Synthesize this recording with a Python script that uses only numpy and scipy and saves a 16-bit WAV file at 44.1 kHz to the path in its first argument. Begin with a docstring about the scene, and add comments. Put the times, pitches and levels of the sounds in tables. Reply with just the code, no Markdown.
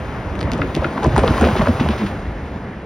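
"""Level crossing: two cars roll past a phone, over light wind and street rumble (shaped noise).
Tyre roar (noise and grit) swells and brightens as they come near; treads slap the rail grooves (noise cracks)
and scuff them (hiss). Wheels knock the panels, tyre air rings and bodies thump (short rough tones).
Loose parts rattle and the blows echo off the station wall."""
import sys
import numpy as np
from scipy import signal
from scipy.fft import rfft, irfft, next_fast_len
from scipy.io import wavfile
from scipy.ndimage import uniform_filter1d

SR = 44100
rng = np.random.default_rng(int(sys.argv[2]) if len(sys.argv) > 2 else 0)


def undo_db(level):
    """Turn decibels back into plain size, where 20 dB means ten times bigger."""
    steps = np.asarray(level, float) / 20
    return 10 ** steps


def persist_wave(psi):
    """Save psi, clipped to +-1, as 16-bit WAV."""
    counts = np.round(np.clip(psi, -1, 1) * 32767).astype(np.int16)
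    wavfile.write(sys.argv[1], SR, np.atleast_2d(counts).T)


N = 125685


def level(x, rms_db):
    """Scales a sound to an rms level."""
    return x * undo_db(rms_db) / np.sqrt(np.mean(x ** 2))


def read(table, hz, column=1):
    """A table column on a log-frequency axis."""
    rows = np.array(table, float)
    return np.interp(np.log(np.maximum(hz, 1)), np.log(rows[:, 0]), rows[:, column])


def band(x, lo_hz, hi_hz):
    """Butterworth band-pass."""
    sos = signal.butter(2, [lo_hz, min(hi_hz, SR / 2.2)], "band", fs=SR, output="sos")
    return signal.sosfilt(sos, x)


def walk(rate_hz):
    """Random levels held 1 / rate_hz s and smoothed twice over that time."""
    hold = int(SR / rate_hz)
    steps = np.repeat(rng.standard_normal(N // hold + 1), hold)
    return 1.3 * uniform_filter1d(uniform_filter1d(steps, hold), hold)[:N]


def bands(source, spectrum, shared_db, flicker_db, tilt_db, bass_db):
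    """Half-octave slices of a source, weighted by a spectrum; they swell together and flicker alone."""
    size = next_fast_len(N)
    hz = np.arange(size // 2 + 1) * SR / size
    full = rfft(source, size) * undo_db(read(spectrum, hz))
    octave = np.log2(np.maximum(hz, 1) / 1000)  # from 1 kHz
    out = 0
    for centre in np.arange(-5.5, 4.5, 0.5):
        overlap = np.clip(1 - 2 * abs(octave - centre), 0, 1)
        part = irfft(full * overlap, size)[:N]
        lift_db = bass_db * (centre < -2.6)  # slices centred up to 125 Hz
        out = out + part * undo_db(shared_db + flicker_db * walk(16) + tilt_db * centre + lift_db)
    return out


def add(out, start_s, sound):
    """Mixes a sound into out, trimmed at both ends."""
    i = int(start_s * SR)
    sound, i = sound[max(-i, 0):], max(i, 0)
    out[i:i + len(sound)] += sound[:N - i]


def blows(table, rough, rise):
    """Each blow is a short tone that swells fast, sags in pitch and dies, with a rough noise edge."""
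    glide = -0.1  # pitch change per full length, as a share
    out = np.zeros(N)
    for peak_s, db, hz, length_ms in table:
        half_s = length_ms / 2000
        t = np.arange(-3 * half_s, 5 * half_s, 1 / SR)
        width_s = np.where(t < 0, rise * half_s, (2 - rise) * half_s)
        shape = np.exp(-0.5 * (t / width_s) ** 2)
        tone = np.cos(2 * np.pi * hz * (t + glide * t ** 2 / (4 * half_s)))
        edge = rng.standard_normal(SR // 2)
        for _ in range(2):
            edge = band(edge, hz / 1.79, hz * 2)
        edge = level(edge[-len(t):], 0)
        blow = shape * (tone + rough * edge)
        # roughness alters colour; energy follows the tone
        energy = (1 + 2 * rough ** 2) * np.sum((shape * tone) ** 2)
        blow = blow * np.sqrt(energy / np.sum(blow ** 2))
        add(out, peak_s + t[0], undo_db(db) * blow)
    return out


def street():
    """Distant traffic and a breeze on the phone: flickering shaped noise."""
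    # Street and wind spectrum: (frequency [Hz], relative density [dB])
    spectrum = [(25, -32), (45, 7.5), (70, -1), (150, 3.5), (400, -7.5), (1300, -16), (1800, -13),
                (2400, -21), (4500, -38.5), (9000, -46.5), (15600, -76)]
    noise = rng.standard_normal(N)
    return level(bands(noise, spectrum, 0.5 * walk(3.83), 1.5, 0, 0), -31)


def tyres():
    """Hiss and grit under the tread; louder and brighter when near."""
    # Tyre roar spectrum: (frequency [Hz], relative density [dB])
    spectrum = [(30, 2.5), (70, 8.5), (130, 0), (250, -4.5), (500, -8), (1000, -12), (1600, -20),
                (3000, -30.5), (5500, -41), (9000, -49.5), (13500, -58), (15600, -55)]
    # Nearness of the cars: (time [s], roar before lift [dB], brightness [dB/octave])
    nearness = [(0, -33, 1), (.3, -32, 0), (.45, -30, -0.5), (.67, -30, 1), (.9, -29, 0.5),
                (1.1, -24.5, 0.5), (1.25, -23, 1), (1.45, -23.5, 2.5), (1.601, -23.5, 2), (1.75, -26, 2),
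                (1.92, -28, 1.5), (2.07, -30.5, 2), (2.13, -31.5, 0.5), (2.299, -36.5, 0), (2.55, -37, 0),
                (2.85, -41, -1.5)]
    # Bass lift over the roar, drops out near 0.94 s, fullest near 2.3 s: (time [s], lift [dB])
    rumble = [(0, -2.5), (.5, -4.5), (.85, -1.5), (.94, -24), (1.03, 0), (1.6, -4), (2.0, -4.5), (2.3, 3),
              (2.85, -9)]
    grit_per_s, grit_spread_db, grit_top_db, grit_rms_db = 900, 2, 13, -6
    roar_lift_db = 5.5
    t = np.arange(N) / SR
    times_s, roar_db, brightness = np.transpose(nearness)
    near_db = np.interp(t, times_s, roar_db)
    tilt_db = np.interp(t, times_s, brightness)
    bass_db = np.interp(t, *np.array(rumble).T)
    chance = rng.random((N, 3))
    grain_db = np.minimum(-grit_spread_db * np.log(1 - chance[:, 2]), grit_top_db)
    grit = (chance[:, 0] < grit_per_s / SR) * np.sign(chance[:, 1] - 0.5) * undo_db(grain_db)
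    tread = rng.standard_normal(N) + level(grit, grit_rms_db)
    roar = bands(tread, spectrum, 0.69 * walk(8.48), 0.73, tilt_db, bass_db)
    return level(roar, roar_lift_db) * undo_db(near_db)


def rattle(shaking):
    """Loose panels and bolts chatter while the crossing shakes: random taps follow its 20 ms mean."""
    taps_per_s, lo_hz, hi_hz = 350, 660, 2930
    chance = rng.random((N, 2))
    taps = (chance[:, 0] < taps_per_s / SR) * (2 * chance[:, 1] - 1)
    push = uniform_filter1d(abs(shaking), SR // 50)
    return level(band(taps, lo_hz, hi_hz), -12.5) * push


def scuffs():
    """Tread dragged over a groove on a car's far side: smeared hiss that starts quickly and fades."""
    # Scuffs: (start [s], rms before fade [dB], decay [ms])
    drags = [(1.561, -26, 18), (1.58, -25, 12), (1.797, -23.5, 15), (1.869, -32, 11), (1.903, -28.5, 26),
             (1.974, -32, 54), (2.06, -28.5, 13), (2.451, -44, 14)]
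    lo_hz, hi_hz, rise_s = 1200, 3240, 0.004
    out, t = np.zeros(N), np.arange(SR // 5) / SR
    for start_s, rms_db, decay_ms in drags:
        hiss = level(band(rng.standard_normal(len(t)), lo_hz, hi_hz), rms_db)
        add(out, start_s, hiss * np.minimum(t / rise_s, 1) * np.exp(-t * 1000 / decay_ms))
    return out


def thumps():
    """Suspension and body thump: low, nearly clean tones."""
    # Thumps: (peak time [s], level [dB], pitch [Hz], length [ms])
    table = [(0.311, -24, 82, 28), (0.453, -13.5, 87.5, 14), (0.607, -17.5, 109, 16),
             (0.652, -22, 60.6, 38), (0.793, -15.5, 75.6, 22), (0.872, -22.5, 80, 30),
             (1.076, -11.5, 70, 20), (1.145, -12.5, 122, 15.5), (1.18, -12, 68.6, 26),
             (1.31, -8.5, 88.5, 12.7), (1.444, -11, 75.3, 52), (1.531, -12.5, 110, 9.8),
             (1.6, -17.5, 52, 39), (1.628, -10.5, 137, 8), (1.698, -12.5, 88.5, 32), (1.803, -11, 120, 9.1),
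             (1.882, -17, 76.5, 70), (2.286, -17.5, 70, 14.7), (2.516, -24, 71.4, 32)]
    return blows(table, rough=0.16, rise=0.84)


def rings():
    """Air inside the tyres rings after a bump: low rough tones."""
    # Rings: (peak time [s], level [dB], pitch [Hz], length [ms])
    table = [(0.432, -21.5, 172, 59), (0.533, -20, 263, 17.8), (0.556, -23.5, 165, 77),
             (0.599, -27.5, 248, 31), (0.636, -20, 280.6, 51.6), (0.772, -14, 336, 8.6),
             (0.772, -23.5, 149, 54.4), (0.85, -23, 151, 20), (0.853, -18, 348, 7), (1.057, -17, 326, 12),
             (1.074, -11, 161, 13), (1.181, -14, 234, 18), (1.227, -17.5, 263, 18.7),
             (1.235, -17.5, 151, 16), (1.299, -16, 174, 20), (1.309, -12.5, 280, 9.8),
             (1.422, -8.5, 236, 13.5), (1.458, -11.5, 262, 9.76), (1.492, -18, 217, 37),
             (1.602, -9, 201, 11), (1.693, -9.5, 248, 16.6), (1.815, -9.5, 254, 10.3),
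             (1.847, -16.5, 169, 22), (1.9, -13, 212, 15.8), (2.032, -15, 207, 41.8),
             (2.564, -22.5, 186, 9.3)]
    return blows(table, rough=0.49, rise=0.83)


def knocks():
    """Crossing panels knocked by a wheel: short rough tones."""
    # Knocks: (peak time [s], level [dB], pitch [Hz], length [ms])
    table = [(0.478, -24.5, 634, 4), (0.505, -30, 820, 3.2), (0.594, -17, 560, 5.1),
             (0.619, -13.5, 1390, 3), (0.825, -17.5, 556, 11.5), (0.846, -13.5, 1420, 4.2),
             (0.979, -17.5, 1020, 5.9), (1.034, -20.5, 833, 17.4), (1.042, -17.5, 430, 19.4),
             (1.048, -14, 1006, 5.1), (1.062, -14.5, 636, 6.7), (1.164, -9, 920, 3.5),
             (1.179, -8.5, 790, 4.4), (1.186, -14, 400, 16.2), (1.193, -13, 1360, 1.5),
             (1.24, -5.5, 530, 6.3), (1.272, -19.5, 465, 19.3), (1.283, -11, 1120, 1.9),
             (1.381, -17.5, 1090, 7.7), (1.413, -12, 780, 5.9), (1.427, -15, 1500, 2),
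             (1.43, -14, 460, 9.2), (1.441, -11, 400, 21), (1.442, -12.5, 1500, 1.7), (1.447, -20, 375, 11),
             (1.455, -24, 725, 11.6), (1.471, -9, 527, 4.9), (1.488, -18.5, 790, 11),
             (1.555, -13.5, 735, 3.2), (1.564, -17.5, 400, 16), (1.595, -15, 1000, 2),
             (1.612, -14.5, 1110, 3.8), (1.618, -14, 640, 9.9), (1.62, -16, 1100, 2.4),
             (1.659, -20, 1200, 4), (1.673, -11, 570, 5.5), (1.672, -15.5, 1500, 2.7),
             (1.687, -14.5, 637, 5), (1.798, -21, 920, 3.3), (1.808, -24, 880, 3.2),
             (1.863, -15.5, 660, 3.7), (1.888, -18, 1040, 3.2), (1.936, -23.5, 654, 9.3),
             (2.013, -25.5, 1010, 7.5)]
    return blows(table, rough=0.49, rise=0.73)


def slaps():
    """Tread slaps a rail edge: a broad crack of tread on steel with a short scatter after it."""
    # Slaps: (start [s], level [dB], air before lift [dB])
    hits = [(0.3541, -18, -38), (0.392, -19.5, -27), (0.407, -19, -32), (0.412, -10.5, -38),
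            (0.4292, -12.5, -31.5), (0.518, -6, -44.5), (0.5347, -11, -32), (0.5798, -21, -26.5),
            (0.6156, -21, -38), (0.8443, -23, -40), (0.7463, -18.5, -32.5), (0.751, -6, -42),
            (0.7644, -14.5, -34), (0.778, -25, -31), (1.0325, -18, -19), (1.0436, -14.5, -28),
            (1.067, -19.5, -22), (1.164, -9.5, -22), (1.18, -5.5, -20.5), (1.193, -20.5, -24),
            (1.2781, -4, -34), (1.3794, -11, -24), (1.398, -23, -15), (1.4126, -18.5, -11.5),
            (1.4386, -25, -26), (1.6716, -26.5, -33), (1.6847, -16, -28), (1.8885, -9, -35)]
    crack_ms, tail_ms, tail_db, air_lift_db = 0.2, 7.9, -28, 21.5
    out, t = np.zeros(N), np.arange(3000) / SR
    shape = np.exp(-t * 1000 / crack_ms) + undo_db(tail_db) * np.exp(-t * 1000 / tail_ms)
    for start_s, db, air_db in hits:
        grains = np.sign(rng.standard_normal((2, len(t)))) * shape
        crack = band(grains[0], 1300, 3900)
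        crack = 0.61 * crack / abs(crack).max()
        air = undo_db(air_db + air_lift_db) * band(grains[1], 6800, 9100)
        add(out, start_s, undo_db(db) * (crack + air))
    return out


def echo(hits):
    """Station wall: a decaying noise tail that the blows excite."""
    t60_s, rise_s, echo_db = 0.12, 0.0095, -10
    t = np.arange(SR // 3) / SR
    tail = rng.standard_normal(len(t)) * undo_db(-60 * t / t60_s) * np.minimum(t / rise_s, 1)
    tail = tail / np.sqrt(np.sum(tail ** 2))
    return undo_db(echo_db) * signal.fftconvolve(hits, tail)[:N]


def ports(sound, column):
    """Two microphone ports hear a sound with their own phase, balance and unshared reflections."""
    # Port phase: (frequency [Hz], left lead [rad])
    leads = [(2600, 0.02), (4400, 1.33), (6600, 1.7), (9400, 5.5), (12800, 8.9), (16000, 22)]
    # Added phase, keyed by column, 1 coming and 3 leaving: (frequency [Hz], left lead [rad])
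    turning = {1: [(1150, -.02), (1640, -1.2), (1900, .02)], 3: [(650, .15), (1030, .55), (1640, -.3)]}
    # Added phase: (frequency [Hz], left lead [half turns])
    half_turns = [(0, 0), (400, 0), (4900, 0), (5400, 0), (7000, 1), (8200, 1), (10600, 2), (12200, 2),
                  (13300, 3), (15000, 3)]
    # Sides: (frequency [Hz], coming left over right [dB], coming unshared [dB],
    #         leaving left over right [dB], leaving unshared [dB])
    sides = [(60.4, -3.2, -105, 0.51, -80), (400, 2, -34, -0.36, -28), (805, 0.4, -15, -1.8, -10.5),
             (1500, 6.5, -27, -0.34, -13.5), (2500, 1, -3.5, 0.59, -8.5), (4830, -0.4, -17, -0.32, -18)]
    size = next_fast_len(N + SR // 10)
    hz, full = np.arange(size // 2 + 1) * SR / size, rfft(sound, size)
    smear = rng.standard_normal(4000) * np.exp(-np.arange(4000) / 1300)
    smear = smear / np.sqrt(np.sum(smear ** 2))
    apart = rfft(smear, size) * undo_db(read(sides, hz, column + 1))
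    points = leads + turning[column] + [(f, k * np.pi) for f, k in half_turns]
    phase = np.interp(hz, *np.array(sorted(points)).T)
    lead = np.exp(1j * phase / 2) * undo_db(read(sides, hz, column) / 2)  # half to each port
    left = irfft(full * (1 + apart) * lead, size)[:N]
    right = irfft(full * (1 - apart) / lead, size)[:N]
    return np.array([left, right])


def scene():
    """Mixes the sources; the stereo image fades from coming to leaving as the cars pass."""
    passes_s, swing_s = 1.28, 0.67
    hits = slaps() + knocks()
    hits = hits + rattle(hits) + rings() + scuffs() + thumps()
    sound = hits + echo(hits) + tyres() + street()
    gone = (1 + np.tanh((np.arange(N) / SR - passes_s) / swing_s)) / 2
    return ports(sound * (1 - gone), column=1) + ports(sound * gone, column=3)


def roll_off(x):
    """The treble ends steeply here."""
    return signal.sosfilt(signal.butter(12, 16480, fs=SR, output="sos"), x)


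def record(dry):
    """The phone rounds the loudest peaks and cuts the lowest bass and the top."""
    rounded = np.tanh(0.82 * dry) / 0.79
    high_pass = signal.butter(3, 42, "high", fs=SR, output="sos")
    low_pass = signal.ellip(6, 0.2, 40, 15900, fs=SR, output="sos")
    mix = signal.sosfilt(low_pass, signal.sosfilt(high_pass, rounded))
    return roll_off(mix)


dry = scene()
out = record(dry)
persist_wave(out)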